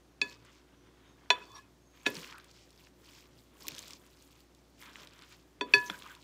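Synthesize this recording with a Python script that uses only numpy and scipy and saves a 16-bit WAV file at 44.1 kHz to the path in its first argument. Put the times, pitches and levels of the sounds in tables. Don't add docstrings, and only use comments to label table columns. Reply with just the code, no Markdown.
import sys
import numpy as np
from scipy import signal
from scipy.fft import rfft, irfft, next_fast_len
from scipy.io import wavfile

SR = 44100
rng = np.random.default_rng(int(sys.argv[2]) if len(sys.argv) > 2 else 0)


def log_audio(samples):
    frames = np.atleast_2d(samples).T
    limited = np.clip(frames, -1, 1)
    pcm = np.round(limited * 32767).astype(np.int16)
    wavfile.write(sys.argv[1], SR, pcm)


N = 274787

# mode_hz, t60_s
BOWL_MODES = [(405, 0.2), (983, 0.64), (1708, 0.32), (2541, 0.041), (3478, 0.085), (4500, .09),
              (5620, 0.057), (6830, 0.091), (8145, 0.072), (9520, 0.068), (10980, 0.03)]
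# low_damping_db_per_s (three lowest modes), high_damping_db_per_s (the others),
# clack_db, clack_t60_s, crack_hz, crack_db, clatter_db, thud_db, jolt_db (of the heap),
# mode_db x 7 (lowest bowl modes, set by the place of the blow), higher_modes_db
KNOCKS = [(0.215, 0.0008, 79, 50, -38.5, 0.019, 4450, -18, -48, -41, -52.5, -41, -47, -34.5, -13.5, -30.5, -32, -48, -41.5),
          (1.3025, 0.00037, 430, 57, -19, 0.034, 6200, -24.5, -41.5, -50, -47, -28.5, -19, -24, -12.5, -17, -33.5, -28.5, -36),
          (2.0566, 0.0012, 250, 200, -40, 0.023, 3000, -52, -43, -47, -60, -59, -50, -32, -34, -50, -52, -59, -61),
          (2.063, 0.0002, 500, 89, -25.5, 0.032, 5500, -42, -30.5, -26.5, -40.5, -29, -33.5, -27.5, -17, -31.5, -35, -35, -41),
          (5.6095, 0.00081, 370, 20, -27, 0.02, 3000, -40.5, -51.5, -31.5, -44.5, -27.5, -28.5, -36.5, -27.5, -32, -38.5, -45, -54.5),
          (5.737, 0.00034, 29, 10, -32.5, 0.042, 6000, -34.5, -27, -31.5, -49, -27, -31, -18, -5, -25, -18, -27, -43.5),
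          (5.8985, 0.00049, 3.9, 56, -26, 0.016, 1620, -26, -47, -41, -76, -62, -80, -68, -65, -65, -65, -58, -66)]
# time_s, rustle_db, shove_db (servers pushing through)
STIR = [(0, -84, -80.5), (0.2, -92, -68), (0.25, -62.5, -59), (0.32, -58, -63), (0.38, -73, -71),
        (0.55, -67.5, -71), (0.7, -88.5, -74.5), (1.0, -80, -70.5), (1.29, -75.5, -67.5),
        (1.34, -62, -45.5), (1.42, -68, -58), (1.58, -62, -82), (1.64, -79.5, -72), (1.85, -89, -88.5),
        (2.0, -69, -68.5), (2.1, -62, -55), (2.15, -50, -55.5), (2.25, -55, -54.5), (2.3, -61, -52),
        (2.42, -70, -63.5), (2.55, -67, -72.5), (2.7, -71.5, -75), (2.87, -66, -70), (2.92, -84, -81),
        (3.03, -69.5, -69), (3.07, -61.5, -65.5), (3.2, -62, -67), (3.3, -75, -77), (3.4, -69.5, -79.5),
        (3.52, -81, -70.5), (3.62, -58, -63), (3.82, -56, -59), (3.92, -59, -59), (3.98, -69, -72),
        (4.4, -70, -75), (4.47, -79.5, -79), (4.76, -77.5, -82), (4.82, -56, -60), (4.88, -62.5, -61),
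        (5.04, -59, -60.5), (5.1, -68.5, -68), (5.2, -65, -68), (5.27, -67, -72), (5.32, -61.5, -64.5),
        (5.45, -77.5, -85.5), (5.6, -90, -71), (5.7, -66, -59), (5.78, -54, -60), (5.93, -57, -60),
        (6.08, -61, -53), (6.19, -72, -68), (6.23, -63.5, -77.5)]


def from_db(db):
    return 10 ** (np.asarray(db) / 20)


def rms_one(x):
    return x / np.sqrt(np.mean(x ** 2) + 1e-20)


def peak_one(x):
    return x / np.abs(x).max()


def add(out, start_s, sound):
    at = round(start_s * SR)
    out[at:at + len(sound)] += sound[:N - at]


def along(table, time_s):
    times_s, *columns = np.transpose(table)
    return [np.interp(time_s, times_s, c) for c in columns]


def drift(rate_hz):
    r = np.exp(-80 * np.pi * rate_hz / SR)
    noise = rng.standard_normal(N // 40 + 2002)
    slow = signal.lfilter([1], [1, -2 * r, r * r], noise)[2000:]
    return np.interp(np.arange(N) / 40, np.arange(len(slow)), rms_one(slow))


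def burst(t, t60_s):
    return rng.standard_normal(len(t)) * from_db(-60 * t / t60_s)


def ring(x, hz, t60_s):
    r = from_db(-60 / (t60_s * SR))
    w = 2 * np.pi * hz / SR
    return signal.lfilter([0, np.sin(w)], [1, -2 * r * np.cos(w), r * r], x + 1e-18)


def struck(hz, db, t60_s, t, contact_s):
    swell = (1 - np.exp(-t / (contact_s + 0.61 / hz))) ** 2
    return from_db(db - 60 * t / t60_s) * swell * np.sin(2 * np.pi * hz * t)


def colour(x, spectrum):
    size = next_fast_len(N)
    hz = np.maximum(np.arange(size // 2 + 1) * SR / size, 1)
    points = np.array(spectrum)
    gain_db = np.interp(np.log(hz), np.log(points[:, 0]), points[:, 1])
    return rms_one(irfft(rfft(x, size) * from_db(gain_db), size)[:N])


def fridge():
    # tone_hz, rms_db (before wavering), waver_db
    hum_tones = [(59.8, -69, 0), (116.4, -78.5, 4.5), (282, -78, 2.5), (363, -74.5, -0.5)]
    t = np.arange(N) / SR
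    out = np.zeros(N)
    for hz, db, waver_db in hum_tones:
        level = np.sqrt(2) * from_db(db + waver_db * drift(3.5))
        out += level * np.sin(2 * np.pi * hz * t + waver_db * 0.18 * drift(3.7))
    return out


def kitchen_air():
    # point_hz, relative_db
    air_spectrum = [(25, -33.5), (45, -13), (70, -10.5), (150, 0), (220, -5), (290, 1), (400, -7),
                    (900, -13), (1700, -18.5), (2400, -20.5), (6200, -22.5), (8500, -28), (12000, -32),
                    (15600, -32.5), (16100, -68)]
    air_rms_db = -65.5
    return from_db(air_rms_db) * colour(rng.standard_normal(N), air_spectrum)


def grains(per_s, spread_db, clump_db):
    sizes = from_db(spread_db * np.minimum(rng.exponential(1, N), 4)) * rng.standard_normal(N)
    odds = per_s * from_db(clump_db * drift(25)) / SR
    return sizes * (rng.random(N) < odds)


def leaves(spectrum, per_s, low_hz, high_hz, cycles, smooth):
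    clicks = grains(per_s, spread_db=2.5, clump_db=4.0)
    dealt = rng.integers(0, 12, N)
    rung = np.zeros(N)
    for k, hz in enumerate(np.geomspace(low_hz, high_hz, 12)):
        rung += ring(clicks * (dealt == k), hz, cycles / hz) * np.sqrt(hz)
    hiss = rng.standard_normal(N) * from_db(5.2 * drift(6.7))
    return colour(np.sqrt(1 - smooth) * rms_one(rung) + np.sqrt(smooth) * hiss, spectrum)


def shove():
    # point_hz, relative_db
    shove_spectrum = [(350, -33.5), (600, -19.5), (777, -17), (984, -1), (2910, -7.5), (3500, -4.5),
                      (4550, -24.5), (7700, -120)]
    return leaves(shove_spectrum, 700, 773, 3000, cycles=22.0, smooth=0.88)


def rustle():
    # point_hz, relative_db
    rustle_spectrum = [(1180, -33.5), (2000, -6.5), (2810, -4.5), (4260, -3.5), (4890, -2), (7310, -7.5),
                       (9000, -18), (11700, -39), (19800, -120)]
    return leaves(rustle_spectrum, 720, 2200, 8000, cycles=11.0, smooth=0.4)


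def fizz():
    # point_hz, relative_db
    fizz_spectrum = [(4000, -39.5), (7000, 0.5), (10000, -3), (13000, -0.5), (15500, 1), (16100, -23.5)]
    return leaves(fizz_spectrum, 1200, 5300, 15000, cycles=18.0, smooth=0.35)


def through_bowl(x):
    return sum(ring(x, hz, 0.02) for hz, _ in BOWL_MODES)


def flop(low_hz, high_hz):
    band = signal.butter(3, [low_hz, high_hz], "band", fs=SR, output="sos")
    lows = signal.sosfilt(band, rng.standard_normal(N))
    return rms_one(lows * from_db(1.7 * drift(5.3)))


def tossed_salad():
    # time_s, fizz_over_rustle_db, flop_db
    load = [(0.1, -7, -73.5), (0.4, -17, -78), (0.85, -20, -73.5), (1.5, -11.5, -69.5), (1.9, 0.5, -79.5),
            (2.35, -13.5, -70.5), (2.8, -3.5, -70.5), (3.15, -8.5, -72.5), (3.6, -3, -69.5), (3.7, -7, -59),
            (3.85, -6.5, -65.5), (4.2, 0, -76.5), (4.65, -4.5, -75), (5.0, -10, -64.5), (5.5, -6, -79),
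            (5.9, -7.5, -59.5), (6.2, -7, -71.5)]
    t = np.arange(N) / SR
    rustle_gain, shove_gain = from_db(along(STIR, t))
    fizz_gain, flop_gain = from_db(along(load, t))
    salad = shove_gain * shove()
    salad += rustle_gain * rustle()
    salad += rustle_gain * fizz_gain * fizz()
    salad += from_db(-48.5) * through_bowl(salad)
    return salad + flop_gain * flop(85, 600)


def bowl_rings(t, contact_s, low_damping, high_damping, mode_db):
    twin_db, low_twin_db, twin_t60_s = -30.5, -36, 0.33
    out = np.zeros(len(t))
    for k, (hz, t60_s) in enumerate(BOWL_MODES):
        db = mode_db[min(k, 7)] - 6.3 * max(k - 7, 0)
        held = from_db(-(low_damping if k < 3 else high_damping) * t)
        out += held * struck(hz, db, t60_s, t, contact_s)
        faint_db = db + (low_twin_db if k < 3 else twin_db)
        out += struck(hz * 1.006, faint_db, twin_t60_s, t, contact_s)
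    return out


def server_clack(t, contact_s, clack_db, clack_t60_s):
    # mode_hz, relative_db
    server_modes = [(505, -8.5), (650, -1.5), (1180, -7), (1450, -2.5), (2020, -2.5), (2410, 1), (3150, 0),
                    (3590, 3), (4150, -6.5), (4800, -16.5), (5770, -11), (6200, -27), (7300, -19.5)]
    out = np.zeros(len(t))
    for hz, db in server_modes:
        pitch_shift, level_shift = rng.standard_normal(2)
        shifted_hz = hz * (1 + 0.045 * pitch_shift)
        out += struck(shifted_hz, clack_db + db + 1.8 * level_shift, clack_t60_s, t, contact_s)
    return out


def knocks():
    thud_hz = 288
    out, t = np.zeros(N), np.arange(SR // 2) / SR
    dense = signal.butter(1, [450, 3500], "band", fs=SR, output="sos")
    for (start_s, contact_s, low_damping, high_damping, clack_db, clack_t60_s, crack_hz, crack_db,
         clatter_db, thud_db, _, *mode_db) in KNOCKS:
        sound = struck(thud_hz, thud_db, 0.082, t, contact_s)
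        sound += struck(thud_hz * 1.9, thud_db - 6, 0.078, t, contact_s)
        crack_t60_s = 4.9 / crack_hz
        crack = ring(ring(burst(t, 0.011), crack_hz, crack_t60_s), crack_hz, crack_t60_s)
        sound += from_db(crack_db) * peak_one(crack)
        clatter = signal.sosfilt(dense, burst(t, 0.11)) * (1 - np.exp(-t / .003))
        sound += from_db(clatter_db) * peak_one(clatter)
        sound += bowl_rings(t, contact_s, low_damping, high_damping, mode_db)
        sound += server_clack(t, contact_s, clack_db, clack_t60_s)
        add(out, start_s, sound)
    return out


def jolts():
    rise_s, t60_s = 0.01, 0.49
    gain, t = np.zeros(N), np.arange(SR // 2) / SR
    for start_s, jolt_db in np.array(KNOCKS)[:, [0, 10]]:
        add(gain, start_s, from_db(jolt_db - 60 * t / t60_s) * (1 - np.exp(-t / rise_s)))
    return gain * flop(223, 527)


def lump_thuds():
    # start_s, level_db, pitch_hz
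    lumps = [(0.216, -47, 160), (2.081, -39, 131), (2.168, -35.5, 166.6), (3.672, -41.5, 303),
             (3.716, -45, 139), (5.759, -34, 129.7), (5.904, -36.5, 191)]
    out, t = np.zeros(N), np.arange(SR // 2) / SR
    for start_s, db, hz in lumps:
        add(out, start_s, struck(hz, db, 0.093, t, contact_s=0.0016))
    return out


def rubs_and_whistles():
    # start_s, length_s, pitch_hz, width_hz, level_db
    single_tones = [(0.231, 0.095, 4400, 700, -63), (0.724, .2, 5900, 150, -80.5),
                    (0.989, 0.2, 3710, 148, -79), (1.04, 0.12, 6420, 200, -77.5),
                    (1.461, 0.09, 1080, 250, -60), (1.527, 0.076, 1095, 400, -53),
                    (1.549, 0.047, 3720, 900, -61), (1.763, 0.39, 6470, 200, -76),
                    (2.253, 0.021, 1100, 250, -63), (2.32, 0.098, 1480, 814, -56.5),
                    (3.64, 0.029, 1030, 300, -55), (5.854, 0.036, 6170, 1500, -50.5),
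                    (5.918, 0.04, 1560, 500, -49.5), (6.088, 0.044, 1580, 445, -55.5)]
    # start_s, length_s, bowl_mode_row (rounded down), level_db
    bowl_drags = [(1.33, 0.25, 4, -67.5), (1.36, 0.11, 2.9, -70), (1.368, 0.25, 5.6, -71),
                  (1.414, 0.019, 3.4, -54), (1.44, 0.25, 3.4, -72), (1.499, 0.15, 2, -63.5),
                  (1.536, 0.065, 6, -57.5), (1.55, 0.044, 9.8, -73)]
    sing_width_hz = 70
    tones = list(single_tones)
    for start_s, length_s, row, db in bowl_drags:
        tones.append((start_s, length_s, BOWL_MODES[int(row)][0], sing_width_hz, db))
    out = np.zeros(N)
    for start_s, length_s, hz, width_hz, db in tones:
        noise = rng.standard_normal(SR // 2)
        t60_s = 3.9 / width_hz
        tone = ring(ring(noise, hz, t60_s), hz, t60_s)[SR // 10:]
        swell = signal.windows.tukey(round(length_s * SR), .6)
        add(out, start_s, from_db(db) * swell * rms_one(tone[:len(swell)]))
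    return out


def small_snaps():
    count, max_over_rustle_db, mean_tick_over_snap_db = 60, 11.5, -13.5
    t = np.arange(0, N / SR - .05, .001)
    rustle_db = along(STIR, t)[0]
    odds = np.cumsum(from_db(1.2 * rustle_db))
    when, size, loud, wet = rng.random((count, 4)).T
    start_s = np.interp(when, odds / odds[-1], t)
    db = along(STIR, start_s)[0] + max_over_rustle_db - 8 * loud
    centre_hz = 2000 * 3.0 ** size
    tick_db = db + mean_tick_over_snap_db + 16 * (wet - .5)
    return list(zip(start_s, db, centre_hz, tick_db))


def snaps():
    # start_s, peak_db, centre_hz, tick_peak_db
    loud_snaps = [(0.4499, -55, 2280, -53), (1.5614, -47, 3600, -68), (1.974, -49, 2820, -64.5),
                  (2.032, -52, 2530, -54), (2.102, -39, 2720, -37), (2.1454, -47, 2560, -43),
                  (2.168, -30.5, 3770, -56), (2.231, -40, 3600, -59), (2.2454, -32, 2420, -66),
                  (2.3105, -40, 4070, -66), (2.3256, -37, 2520, -68), (2.382, -42, 2320, -46.5),
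                  (2.3998, -41.5, 3400, -63), (2.444, -46, 4100, -52), (2.513, -42, 4940, -63),
                  (2.706, -44.5, 5600, -69), (2.871, -47, 2270, -72), (3.669, -35, 3280, -38),
                  (3.6825, -21, 5430, -22), (3.686, -29, 3400, -50), (3.719, -37, 3300, -52),
                  (3.749, -32.5, 4960, -59), (3.764, -38, 4650, -55), (3.7825, -31.5, 4490, -40),
                  (3.7915, -27, 6440, -54), (3.882, -35.5, 5630, -66), (3.907, -36, 4330, -55),
                  (3.934, -31.5, 5150, -54), (4.0653, -48, 7270, -63), (4.2238, -45, 6400, -58),
                  (4.549, -47.5, 5900, -74), (4.825, -40, 2240, -63), (4.8567, -47, 4040, -58),
                  (4.8954, -46, 2900, -66), (4.9572, -33, 2330, -63), (4.999, -42, 3060, -64),
                  (5.0728, -38.5, 3280, -53), (5.1348, -47.5, 4370, -55), (5.1916, -41.5, 4050, -68),
                  (5.2218, -39, 3320, -54), (5.2364, -46, 3470, -65), (5.252, -56, 3990, -70),
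                  (5.8596, -45, 5570, -52), (5.944, -46, 2500, -62), (5.9903, -49, 4870, -44),
                  (6.0228, -34.5, 2500, -69), (6.1505, -42.5, 3430, -52)]
    snap_t60_s, base_tick_hz = 0.0092, 7700
    knee_db, db_per_octave = -52, 28
    out, t = np.zeros(N), np.arange(SR // 20) / SR
    for start_s, db, hz, tick_db in list(loud_snaps) + small_snaps():
        fold = signal.butter(2, [hz / 1.62, min(hz * 1.36, 12000)], "band", fs=SR, output="sos")
        breaking = burst(t, snap_t60_s)
        breaking[0] = 4.8
        body = signal.sosfilt(fold, breaking)
        octaves_up = max(tick_db - knee_db, 0) / db_per_octave
        tick_hz = min(base_tick_hz * 2 ** octaves_up, 15500)
        tick_noise = np.diff(burst(t, snap_t60_s * 1.8), prepend=0)
        tick = ring(tick_noise, tick_hz, 11.0 / tick_hz)
        add(out, start_s, from_db(db) * peak_one(body) + from_db(tick_db) * peak_one(tick))
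    return out


def kitchen(x):
    t60_s, wall_cut_hz = 0.36, 2700
    out, dull = np.zeros(N), np.exp(-2 * np.pi * wall_cut_hz / SR)
    lags = (rng.uniform(.008, .03, 8) * SR).astype(int)
    for k, lag in enumerate(lags):
        loop, state = x.copy(), [0.]
        gain = from_db(-60 * lag / SR / t60_s)
        for i in range(lag, N, lag):
            back, state = signal.lfilter([gain * (1 - dull)], [1, -dull], loop[i - lag:i], zi=state)
            loop[i:i + lag] += back[:N - i]
        out += (loop - x) * (-1) ** k
    return out


def scene():
    close = tossed_salad() + knocks() + jolts() + lump_thuds() + rubs_and_whistles() + snaps()
    close = signal.sosfilt(signal.butter(2, 70, "high", fs=SR, output="sos"), close)
    echo = from_db(-23.5) * kitchen(close)
    return (close + echo + kitchen_air() + fridge())[None]


def record(dry):
    return signal.sosfilt(signal.cheby2(12, 70, 16900, fs=SR, output="sos"), dry)


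dry = scene()
out = record(dry)
log_audio(out)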